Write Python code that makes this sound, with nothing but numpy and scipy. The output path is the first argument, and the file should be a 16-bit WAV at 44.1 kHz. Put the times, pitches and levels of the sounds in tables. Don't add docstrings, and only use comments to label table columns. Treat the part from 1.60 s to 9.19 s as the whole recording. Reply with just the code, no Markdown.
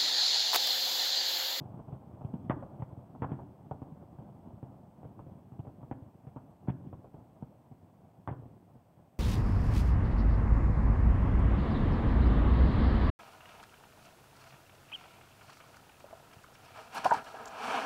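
import sys
import numpy as np
from scipy import signal
from scipy.fft import rfft, irfft
from scipy.io import wavfile

SR = 44100
rng = np.random.default_rng(int(sys.argv[2]) if len(sys.argv) > 2 else 0)


def output_pcm(signal):
    pcm = np.clip(np.atleast_2d(signal).T, -1, 1) * 32767
    wavfile.write(sys.argv[1], SR, np.round(pcm).astype(np.int16))


N = 334719


def from_db(db):
    return 10 ** (np.asarray(db) / 20)


def rms_one(x):
    return x / np.sqrt(np.mean(x ** 2) + 1e-30)


def colour(x, spectrum):
    table_hz, table_db = np.transpose(spectrum)
    bin_hz = np.maximum(np.fft.rfftfreq(len(x), 1 / SR), 1)
    gain_db = np.interp(np.log(bin_hz), np.log(table_hz), table_db)
    return rms_one(irfft(rfft(x) * from_db(gain_db), len(x)))


def band(x, low_hz, high_hz, order):
    out = signal.sosfilt(signal.butter(order, [low_hz, high_hz], "band", fs=SR, output="sos"), x)
    return out / np.max(np.abs(out))


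def decay(t, t60_s, hold):
    return from_db(-60 * (t / max(t60_s, 0.02)) ** hold)


def drift(cutoff_hz):
    lowpass = signal.butter(2, cutoff_hz, fs=SR, output="sos")
    return rms_one(signal.sosfilt(lowpass, rng.standard_normal(N + SR))[SR:])


def stone_clicks(per_s, spread_db):
    sizes = from_db(spread_db * np.minimum(rng.exponential(1, N), 4)) * rng.choice([-1, 1], N)
    return rms_one(sizes * (rng.random(N) < per_s / SR) + 1e-18)


def far_rockfall():
    # time_s, level_db
    rumble_levels = [(0.0, -51), (0.51, -51.5), (0.699, -53), (0.87, -46), (1.08, -49.5), (1.48, -53.5),
                     (1.69, -44.5), (1.96, -52), (2.831, -53.5), (3.23, -55.5), (4.0, -53), (4.92, -60.5),
                     (5.28, -51), (5.64, -60.5), (6.62, -60), (6.81, -54), (7.2, -62), (7.59, -63)]
    # freq_hz, gain_db
    rumble_spectrum = [(20, -17), (60, -6), (93, 7), (126, 7), (200, 4.5), (270, 0), (400, -6),
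                       (600, -45.5)]
    # freq_hz, gain_db
    clatter_spectrum = [(250, -28), (440, -4), (690, 1), (1020, -7.5), (1590, -25.5), (2000, -42.5)]
    # freq_hz, gain_db
    roar_spectrum = [(800, -12.5), (1500, -6.5), (2400, -11), (3400, -15.5)]
    clatter_db, clatter_fade_db_per_s = -58.5, 1.34
    t = np.arange(N) / SR
    blocks = stone_clicks(per_s=150, spread_db=1.5)
    stones = stone_clicks(per_s=1500, spread_db=4.0)
    spurts = drift(cutoff_hz=12.4)
    rumble = colour(blocks + 1.05 * rng.standard_normal(N), rumble_spectrum)
    rumble *= from_db(np.interp(t, *np.transpose(rumble_levels)) + 2.23 * spurts)
    clatter = colour(stones + 0.048 * blocks + 1.24 * rng.standard_normal(N), clatter_spectrum)
    clatter *= from_db(clatter_db - clatter_fade_db_per_s * t + 1.8 * spurts)
    roar_top = from_db(-79.5) * colour(rng.standard_normal(N), roar_spectrum)
    return rumble + clatter + roar_top


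def slope_echoes(x):
    # freq_hz, t60_s, gain_db
    echo_bands = [(57.5, 0.46, 2), (150, 0.49, -2.5), (420, 0.71, 2), (920, 0.79, -6.5), (1500, 0.42, 3),
                  (2190, 0.11, -3), (3620, 0.11, 5)]
    table_hz, table_t60_s, table_db = np.transpose(echo_bands)
    t = np.arange(SR) / SR
    edges_hz = 40 * 2.0 ** np.arange(0, 7, 0.5)
    tail = np.zeros(SR)
    for low_hz, high_hz in zip(edges_hz, edges_hz[1:]):
        bandpass = signal.butter(2, [low_hz, high_hz], "band", fs=SR, output="sos")
        log_centre = np.log(low_hz * high_hz) / 2
        t60_s = np.interp(log_centre, np.log(table_hz), table_t60_s)
        gain_db = np.interp(log_centre, np.log(table_hz), table_db)
        tail += signal.sosfilt(bandpass, rng.standard_normal(SR)) * from_db(gain_db - 60 * t / t60_s)
    tail *= 1 - np.exp(-t / 0.0015)
    return signal.fftconvolve(x, tail)[:N]


def ground_ring(t, fade, thud_hz, thud_db, knock_hz, knock_db, crack_db):
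    push_hz, rise_s = 50.6, 0.0019
    push_db = thud_db - 9 + 0.32 * (crack_db - thud_db)
    thud = from_db(thud_db) * fade * np.sin(2 * np.pi * thud_hz * t * (1 - 1.1 * t) + 1.1)
    push = from_db(push_db) * fade * np.sin(2 * np.pi * push_hz * t)
    knock = from_db(knock_db) * fade ** 2.74 * np.sin(2 * np.pi * knock_hz * t - 0.4)
    rise = 1 - np.exp(-(t / rise_s) ** 2)
    return -rise * (thud + push + knock)


def shard_hail(t, per_s, level_db):
    hail = from_db(level_db) * rng.standard_normal(len(t)) * (rng.random(len(t)) < per_s / SR)
    hail[0] = -1
    return hail


def block_impacts():
    # start_s, thud_hz, thud_db, knock_db, crack_db, snap_db
    landings = [(0.01, 142, -36, -39.5, -49.5, -81), (0.191, 151, -46, -46.5, -45.5, -69),
                (0.282, 142, -38.5, -64, -49, -75), (0.325, 136, -30, -56, -67, -82),
                (0.536, 124, -39, -47.5, -61, -77.5), (0.61, 140, -42.5, -45, -42, -72),
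                (0.647, 125, -23.5, -57, -48.5, -74), (0.738, 169, -28, -28, -43.5, -81),
                (0.752, 150, -46, -36, -54, -72.5), (0.897, 158, -22, -17, -27.5, -32.5),
                (0.906, 150, -31.5, -50, -25.5, -66), (0.92, 141, -34, -38, -32, -58),
                (0.939, 131, -43, -36.5, -42, -65), (1.025, 117, -37, -39.5, -36, -89),
                (1.196, 129, -33, -58, -50.5, -64), (1.221, 123, -25.5, -57, -36, -54),
                (1.374, 122, -39, -42, -58, -88), (1.55, 148, -58, -42.5, -43.5, -71),
                (1.62, 115, -21, -24, -30.5, -43.5), (1.631, 118, -40, -36, -32, -48),
                (1.644, 126, -24, -30, -29.5, -62), (1.692, 132, -44, -45, -42, -61),
                (1.717, 140, -25.5, -27, -38.5, -50.5), (1.737, 130, -36, -36.5, -49, -65),
                (1.79, 134, -50, -41, -42.5, -80), (2.111, 130, -29.5, -35.5, -32, -67),
                (2.218, 135, -35, -33, -42.5, -69), (2.32, 158, -39, -44.5, -71, -75),
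                (2.586, 135, -37, -55, -48, -77), (2.873, 156, -40.5, -41.5, -52, -81),
                (3.028, 130, -32, -35, -44.5, -65), (3.43, 124, -43, -48.5, -42.5, -64),
                (3.45, 137, -38.5, -48, -47, -73), (3.592, 125, -39, -42, -41, -65),
                (3.664, 145, -46, -44.5, -50.5, -71), (3.92, 131, -41, -45.5, -52, -70),
                (3.992, 128, -28.5, -39, -44, -91), (4.049, 131, -48, -49, -46, -71),
                (4.069, 120, -37.5, -44, -43, -75), (4.229, 141, -40, -44.5, -48, -83),
                (4.312, 129, -30.5, -26.5, -32, -47), (4.42, 116, -40.5, -57, -60, -80),
                (4.668, 136.6, -37, -56, -49, -65.5), (4.761, 132, -38, -37, -44, -71),
                (4.768, 129, -61, -51.5, -43.5, -67), (5.074, 140, -54, -53, -40, -60),
                (5.083, 146, -17.5, -22, -35, -48), (5.099, 145, -19.5, -52, -53, -78),
                (5.203, 141, -52, -48, -53, -86), (5.269, 149, -34.5, -45, -64, -72),
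                (5.328, 114, -32.5, -41, -40, -77), (5.444, 128, -52, -56.5, -44, -69),
                (5.541, 147.5, -43, -47, -47, -75), (5.579, 122, -45, -47, -56, -85),
                (5.824, 138, -35, -32, -41.5, -67), (6.112, 141, -48, -44.5, -52.5, -73),
                (6.675, 123, -29, -36.5, -28, -37.5), (6.686, 134, -31, -34, -32.5, -45.5),
                (6.711, 126, -25.5, -42, -45.5, -63), (6.726, 124, -37, -49, -42.5, -61),
                (6.788, 129, -40.5, -43, -61, -72), (6.822, 114, -42, -49, -50, -85),
                (6.855, 116, -44, -45, -52, -69), (7.153, 128, -47.5, -52.5, -54, -80)]
    near_db, near_ground_t60_s, near_shard_t60_s = -30, 0.047, 0.054
    mean_knock_hz, near_crack_hz, pitch_spread = 254.6, 860, 0.079
    snap_band_hz, tick_band_hz, dulling_oct_per_db = (1354, 2120), (2170, 3480), 0.012
    t = np.arange(SR // 4) / SR
    out = np.zeros(N + len(t))
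    detunes = 1 + pitch_spread * rng.standard_normal((len(landings), 2))
    for landing, (knock_detune, crack_detune) in zip(landings, detunes):
        start_s, thud_hz, thud_db, knock_db, crack_db, snap_db = landing
        knock_hz = mean_knock_hz * knock_detune
        crack_hz = near_crack_hz * crack_detune * 2 ** (dulling_oct_per_db * (crack_db - near_db))
        tick_db = snap_db - 5.5 - 0.68 * (near_db - snap_db)
        ground_fade = decay(t, near_ground_t60_s * 2 ** ((near_db - thud_db) / 17.5), hold=1.5)
        shard_fade = decay(t, near_shard_t60_s * 2 ** ((near_db - crack_db) / 25.5), hold=1.37)
        ground = ground_ring(t, ground_fade, thud_hz, thud_db, knock_hz, knock_db, crack_db)
        hail = shard_hail(t, per_s=2500, level_db=-8.5)
        crack = from_db(crack_db) * band(hail * shard_fade, crack_hz / 1.95, crack_hz * 1.207, order=3)
        snap = from_db(snap_db) * band(hail * shard_fade ** 0.73, *snap_band_hz, order=2)
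        tick = from_db(tick_db) * band(hail * shard_fade ** 4, *tick_band_hz, order=2)
        thud_rasp = band(rng.standard_normal(len(t)) * ground_fade, *tick_band_hz, order=2)
        thud_rasp *= from_db(thud_db - 38)
        out[round(start_s * SR):][:len(t)] += ground + crack + snap + tick + thud_rasp
    return out[:N]


def scene():
    impacts = block_impacts()
    return (impacts + from_db(-42.5) * slope_echoes(impacts) + far_rockfall())[None]


def record(dry):
    # freq_hz, gain_db
    hiss_spectrum = [(1000, 0.5), (3800, -1), (7560, -3), (8410, 4), (9350, -9.5), (9810, -19.5),
                     (10300, -4), (10800, -0.5), (15100, -2), (15700, -1)]
    bass_cut_hz, channel_stop_hz, top_stop_hz, hiss_db = 28, 3850, 15900, -82
    narrow = signal.sosfilt(signal.cheby2(14, 45, channel_stop_hz, fs=SR, output="sos"), dry)
    narrow = signal.sosfilt(signal.butter(2, bass_cut_hz, "high", fs=SR, output="sos"), narrow)
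    hiss = from_db(hiss_db) * colour(rng.standard_normal(N), hiss_spectrum)
    return signal.sosfilt(signal.cheby2(24, 40, top_stop_hz, fs=SR, output="sos"), narrow + hiss)


dry = scene()
out = record(dry)
output_pcm(out)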